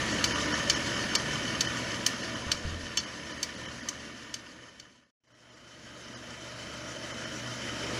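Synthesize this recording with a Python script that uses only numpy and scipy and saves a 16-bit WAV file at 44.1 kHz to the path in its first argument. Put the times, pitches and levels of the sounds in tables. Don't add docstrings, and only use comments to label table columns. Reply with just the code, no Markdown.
import sys
import numpy as np
from scipy import signal
from scipy.fft import rfft, irfft, next_fast_len
from scipy.io import wavfile
from scipy.ndimage import uniform_filter1d, map_coordinates

SR = 44100
rng = np.random.default_rng(int(sys.argv[2]) if len(sys.argv) > 2 else 0)


def gain_from_db(level_db):
    decades = np.asarray(level_db, float) / 20
    return 10 ** decades


def unload_audio(sound):
    columns = np.transpose(np.atleast_2d(sound))
    steps = np.round(np.clip(columns, -1, 1) * 32767)
    wavfile.write(sys.argv[1], SR, steps.astype(np.int16))


N = 352359
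TIME = np.arange(N) / SR
IN_S = 5.2035


def unit(x):
    return x / np.sqrt(np.mean(x ** 2) + 1e-20)


def along(points, hz):
    f, v = np.transpose(points)
    return np.interp(np.log(hz + 1), np.log(f + 1), v)


def wobble(rate):
    return map_coordinates(rng.standard_normal(int(N * rate / SR) + 4), [TIME * rate], order=1)


def filtered(x, response):
    m = next_fast_len(len(x) + SR // 4)
    return irfft(rfft(x, m) * response(np.fft.rfftfreq(m, 1 / SR)), m)[:len(x)]


def resonance(f, hz, width):
    return 1j * f * width / (hz * hz - f * f + 1j * f * width)


def notched(x, hz, width):
    return filtered(x, lambda f: 1 - 0.72 * resonance(f, hz, width))


def ringing(x, modes):
    def response(f):
        return sum(gain_from_db(db) * np.sqrt(SR / width / 2.54) * resonance(f, hz, width) ** 2
                   for hz, width, db in modes)
    return filtered(unit(x), response)


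def rush(spectrum, t, patchy_db):
    z = signal.stft(rng.standard_normal(len(t) + 512), nperseg=512)[2]
    field = uniform_filter1d(rng.standard_normal(z.shape), 5, axis=0)
    field = uniform_filter1d(field, 8, axis=1)
    noise = signal.istft(z * gain_from_db(patchy_db * unit(field)), nperseg=512)[1][:len(t)]
    return unit(filtered(noise, lambda hz: gain_from_db(along(spectrum, hz))))


def turn(t, rate, phase):
    return np.cos(2 * np.pi * rate * t + phase)


def running(t):
    # t/s, gain/dB, gear load/dB
    drift = [(0, -0.5, -2), (.5, -0.34, 2.5), (1.6, -0.6, 2.5), (2, -.5, 2), (2.3, -1.5, 2),
             (2.55, -2.5, 2.5), (2.7, -3.5, 1), (3.1, -3, 1.5), (3.7, -0.5, 0.5), (4.3, -.5, 1.5),
             (5.1, -0.2, 1.5), (5.2, 3, -1.5), (5.6, -0.5, -0.5), (6, 0.5, 0), (6.8, 0, 2), (7.6, -.5, .5),
             (7.99, 1, -3.5)]
    s, *columns = np.transpose(drift)
    return [np.interp(t, s, column) for column in columns]


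def knocks(t, load_db):
    mesh_hz = 82.06
    contacts = rng.random(len(t)) < 1300 / SR
    size = gain_from_db(load_db) * rng.uniform(-1, 1, len(t)) ** 3
    return contacts * size * (1 + 0.6 * turn(t, mesh_hz, -1.75))


def lathe(shot, t):
    # f/Hz, level/dB per Hz
    rumble = [
        [(8.8, -52.5), (15, -18.5), (38, -11.5), (64, -4), (92, -10.5), (113, -0.5), (147, -1.5), (232, 1),
         (303, 4), (396, -5.5), (574, -1), (789, -11.5), (830, -18.5), (1080, -34.5), (1830, -120)],
        [(10, -40), (20, -27), (40, -15), (65, -10), (90, -9), (118, -5), (150, -5.5), (232, -4.5), (330, -2.5),
         (403, -10), (603, -4), (776, -14.5), (830, -24), (1100, -53)],
    ]
    body = [
        [(460, -49.5), (780, -15), (981, -0.5), (1080, -4.5), (1220, -3), (1640, -3), (1800, 3), (2060, -4),
         (2220, -5), (2600, -6), (3040, -5), (3340, -8), (3900, -10.5), (5070, -37.5), (8580, -120)],
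        [(460, -29), (780, -20), (863, -3), (1020, -2), (1100, -3), (1210, -2), (1510, 0), (1990, -1),
         (2430, -5), (2800, -5.5), (3060, 2.5), (3340, -9.5), (3900, -10), (5070, -26), (8580, -120)],
    ]
    hiss = [
        [(2400, -31), (3600, -7.5), (4450, 2), (5240, 0.5), (6200, 1.5), (7300, -6), (8500, -15), (9800, -17.5),
         (10500, -14), (11200, -21), (12500, -36.5), (14000, -60)],
        [(2400, -28), (3600, -6), (4300, -2.5), (5540, 1.5), (6200, -0.5), (7300, -7.5), (8500, -15),
         (9800, -20.5), (10500, -14), (11200, -24), (12500, -34), (14000, -60)],
    ]
    # rumble/dB, body/dB, hiss/dB
    levels = [
        (-36, -35, -39),
        (-37, -35, -39.5),
    ]
    # rumble/(dB/dB), body/(dB/dB), hiss/(dB/dB)
    load_shares = [
        (0.044, 0, -0.16),
        (-0.32, -.3, -0.084),
    ]
    # f/Hz, width/Hz, level/dB
    casting = [
        [(997, 50, -50.5), (1473, 99, -46), (1794, 160, -41.5), (2246, 40, -48.5), (2770, 23, -50.5),
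         (3040, 170, -40.5), (5030, 53, -52), (5486, 90, -50.5), (6360, 130, -50)],
        [(614, 75, -44.5), (1430, 61, -48.5), (1740, 40, -56), (1948, 120, -48.5), (3058, 76, -45),
         (5330, 210, -51), (6020, 130, -53.5), (6420, 150, -58), (6980, 41, -54.5)],
    ]
    # f/Hz, width/Hz, level/dB
    cover = [
        (1204, 130, -44),
        (1260, 68, -47),
    ]
    # rate/(turns/s), depth/dB, phase/rad
    shafts = [
        [(5.147, 1.8, .8), (13.8, 1, -2.8), (17.57, 1.2, -2), (27.2, .3, -.3), (30.9, 1.6, .8),
         (41.15, 2.6, 1.1)],
        [(5.1, 2, -.3), (13.86, 2.2, -2.9), (27.41, 2.5, 1.3), (41.12, 2, -.8)],
    ]
    # rate/(turns/s), phase/rad
    lead_shaft = [
        (5.14, 0.23),
        (5.12, -2.5),
    ]
    belt_pulley = [
        (6.61, 1.45),
        (6.649, 0.23),
    ]

    rattle_db = running(t)[1]
    rumble_db, body_db, hiss_db = np.outer(load_shares[shot], rattle_db)
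    low, mid, high = levels[shot]
    load_db = sum(depth * turn(t, rate, phase) for rate, depth, phase in shafts[shot])
    lead = turn(t, *lead_shaft[shot])
    pulley = turn(t, *belt_pulley[shot])
    rate, _, phase = shafts[shot][2]
    third_shaft = turn(t, rate, phase)

    sound = gain_from_db(low + rumble_db) * rush(rumble[shot], t, patchy_db=1.0)
    body_db = mid + body_db + 0.23 * load_db + 0.37 * pulley
    sound += gain_from_db(body_db) * rush(body[shot], t, patchy_db=1.14)
    hiss_db = high + hiss_db + 1.6 * pulley + 0.67 * third_shaft
    sound += gain_from_db(hiss_db) * rush(hiss[shot], t, patchy_db=1.8)
    rattle = sum(ringing(knocks(t, load_db), casting[shot][k::3]) for k in range(3))
    sound += gain_from_db(rattle_db) * rattle
    sound += ringing(knocks(t, 7 * lead), [cover[shot]])
    return notched(sound, hz=1092, width=18)


def motor():
    # f/Hz, first shot/dB, second shot/dB, unsteadiness/dB
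    tones = [(72.8, -50.5, -52, 2.5), (81.1, -55, -73, 4.5), (101.4, -57, -63, 3.5),
             (120.9, -47, -42.5, 2.5), (148.4, -57.5, -59, 6), (184, -51.5, -59, 3),
             (221.5, -47, -47.5, 2.5), (240.5, -54, -49.5, 5.5), (247.6, -55, -61, 0.5),
             (294.4, -56, -63, 2), (300, -56, -55, 8), (330.5, -52.5, -54.5, 1), (490, -59.5, -60, -2),
             (499, -62, -61, 4), (577, -51, -56, 3), (650, -58.5, -57, 6)]
    # f/Hz, first shot/dB, second shot/dB, unsteadiness/dB
    whine = [(10121, -71, -71, 1), (10341, -65, -63, 1), (10395, -71, -67, 1.5), (10492, -60, -64.5, .8),
             (10570, -73, -73, 1.5), (10939, -76, -75, 1)]
    first = TIME < IN_S
    out = 0
    for hz, first_db, second_db, sway in tones + whine:
        level_db = np.where(first, first_db, second_db) + sway * wobble(6)
        phase = 2 * np.pi * hz * TIME + 0.11 * sway * wobble(3)
        out = out + np.sqrt(2) * gain_from_db(level_db) * np.sin(phase)
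    return out


def microphone_hiss():
    # f/Hz, level/dB per Hz
    air = [(9000, -40), (11500, -3), (12500, 0), (14000, -5), (15700, -9), (17000, -12)]
    level_db = -69 + 1.2 * wobble(13)
    return gain_from_db(level_db) * unit(filtered(rng.standard_normal(N), lambda hz: gain_from_db(along(air, hz))))


def ticks():
    # t/s, peak/dB, depth/dB, edge/dB
    blows = [(0.241, -13.5, 6, 4.5), (0.698, -9, 0.5, -7), (1.1519, -10, -1, -1.5), (1.6075, -11.5, 0, 0),
             (2.0635, -8, 0, 6), (2.5166, -7.5, 6, 2), (2.9727, -7.5, -2.5, -4.5), (3.4294, -9, -1, 4),
             (3.8866, -9.5, -10, -2), (4.3409, -7.5, -1, 1), (4.798, -14, 0, -3)]
    # t/s, peak/dB, depth/dB, edge/dB
    rebounds = [
        (.254, -31, 4, -8),
        (2.072, -30, -8.5, 1),
        (2.98, -15.5, -7, -9),
        (2.989, -18, 3, -14),
        (3, -24.5, 10, -8),
    ]
    bands_hz = [3000, 4600, 6200, 10500]
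    # f/Hz, level/dB, t60/s
    guard = [(1750, -18.5, .06), (2293, -4.5, 0.11), (2730, -9, 0.11), (3025, 8, 0.022),
             (3455, -0.5, 0.016), (4246, -2, 0.035), (4508, 1.5, 0.05), (4630, -5, 0.044),
             (4780, -5, 0.066), (4760, -9.5, 0.027), (5450, 0, 0.05), (5600, -7.5, 0.062),
             (5800, -11.5, 0.07), (6290, 3, 0.031), (6370, -5, 0.047), (6830, -13.5, .045),
             (7340, -1.5, .04), (8940, 1, 0.05), (9700, -5, .04), (11150, -5.5, .02), (11500, -10, .09),
             (12540, 4, .028), (13550, -10, .08), (13350, -2, .05), (14700, -10.5, .05)]
    body_colour = [(500, -23.5), (1200, -3), (2200, 0)]  # f/Hz, level/dB

    out, t = np.zeros(N + SR), np.arange(SR // 5) / SR
    chance = rng.random((len(blows + rebounds), len(guard), 2))
    free_time = np.clip(t - .004, 0, None)
    puff_decay = .9 * gain_from_db(-60 * t / .012) + 0.45 * gain_from_db(-60 * free_time / 0.023) + 0.18 * gain_from_db(-60 * t / 0.22)
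    onset = 1 - np.exp(-t / .00035)
    for (s, db, depth_db, edge_db), draws in zip(blows + rebounds, chance):
        colour = [-5 + 0.57 * depth_db, depth_db, 0, -21 + edge_db]
        tilt = list(zip(bands_hz, colour))
        ring = 0
        for (hz, level, t60), (u, v) in zip(guard, draws):
            mode_db = level + along(tilt, hz) + 6.8 * (u - .5) - 60 * free_time / t60
            ring = ring + gain_from_db(mode_db) * np.sin(2 * np.pi * (hz * t + v))
        steep = tilt + [(16000, colour[-1] - 15)]
        puff = filtered(rng.standard_normal(len(t)), lambda f: gain_from_db(along(steep, f) + along(body_colour, f)))
        blow = (ring / np.std(ring[:300]) + unit(puff) * puff_decay) * onset
        out[round((s - .0003) * SR):][:len(t)] += gain_from_db(db - 8) * blow
    return out[:N]


def thuds(rows):
    out = np.zeros(N)
    for s, db, hz, t60 in rows:
        t = np.clip(TIME - s, 0, None)
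        onset = 1 - np.exp(-t / 0.0021)
        out -= gain_from_db(db - 60 * t / t60) * np.sin(2 * np.pi * hz * t) * onset
    return out


def stand():
    # t/s, strength/dB, hardness/(dB/octave)
    bumps = [
        (2.466, -28, 2),
        (2.482, -32, 4),
        (2.546, -36, -5),
        (2.651, -20.5, -1),
        (2.69, -34, -2),
        (2.724, -31, -3),
        (2.748, -34, -1),
        (2.835, -34, -4),
    ]
    # f/Hz, level/dB, t60/s
    stand_modes = [
        (45, -3.5, .14),
        (83, 0.5, .3),
        (109.7, -8, .14),
        (153, -5, 0.19),
    ]
    pivot_hz = stand_modes[1][0]
    return thuds([(s, db + level + hard_db * np.log2(hz / pivot_hz), hz, t60)
                  for s, db, hard_db in bumps for hz, level, t60 in stand_modes])


def fade():
    frame, out_s, fade_s = 1 / 29.97, 5.105, 5.1
    down = np.clip(np.ceil((out_s - TIME) / frame), 0, None)
    trail = np.clip((out_s + .016 - TIME) / .016, 0, 1) ** 3 * .5
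    down = np.maximum(down, trail)
    up = np.where(TIME > IN_S, np.maximum(np.floor((TIME - IN_S) / frame), .1), 0)
    return uniform_filter1d((down + up) * frame / fade_s, size=64)


def feed_wheel():
    # t/s, level/dB, f/Hz, t60/s
    feed = [
        (7.83, -40.5, 405, 0.51),
        (7.9, -53, 300, .3),
        (7.92, -39, 490, .25),
    ]
    return thuds(feed)


def scene():
    cut = round(5.16 * SR)
    machine = np.concatenate([lathe(0, TIME[:cut]), lathe(1, TIME[cut:])]) + motor()
    machine += microphone_hiss()
    shots = gain_from_db(running(TIME)[0]) * machine + ticks() + stand()
    return (fade() * shots + feed_wheel())[None]


def starved(x):
    # t/s, loss/dB
    starved_frames = [(.13, 9), (.28, 9), (.34, 12), (.47, 10), (.535, 11), (.75, 12), (1.172, 15),
                      (1.67, 13), (2.225, 10), (2.35, 10), (2.988, 11), (3.055, 12), (3.33, 13), (3.39, 9),
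                      (3.565, 13), (3.672, 12), (3.82, 11), (5.06, 12), (5.275, 11), (5.335, 12),
                      (5.51, 10), (5.55, 10), (6.155, 22), (7.13, 11), (7.255, 11)]
    hz, t, z = signal.stft(x, SR, nperseg=512, noverlap=448)
    hz, size = hz[:, None], uniform_filter1d(abs(z), size=9, axis=1)
    noisy = abs(hz - 10430) > 250
    weak = (size < .9 * uniform_filter1d(size, size=15, axis=0)) & (hz > 2000)
    weak = weak | (abs(hz - 3700) < 250)
    loss_db = 0
    for s, db in starved_frames:
        half_s = .024 * max(1, db / 14)
        depth = np.clip(1.8 - 4 * abs(t - s) / half_s, 0, 1)
        edge_hz = 7000 + 350 * max(0, 12 - db)
        below = np.where(weak, 1.3, -1.5 / db)
        loss_db = loss_db - db * noisy * depth * np.where(hz > edge_hz, 1.05, below)
    return signal.istft(z * gain_from_db(loss_db), SR, nperseg=512, noverlap=448)[1][:N]


def top_cut(x):
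    return signal.sosfilt(signal.butter(12, 16480, fs=SR, output="sos"), x)


def record(dry):
    mix = starved(dry[0])
    mix = mix / (1 + abs(mix / .42) ** 4) ** .25
    top_hz = 15850
    band_limit = [(top_hz - 150, 0), (top_hz, -20), (16500, -35)]  # f/Hz, level/dB
    mix = filtered(mix, lambda f: gain_from_db(along(band_limit, f)))
    return top_cut(mix[None])


dry = scene()
out = record(dry)
unload_audio(out)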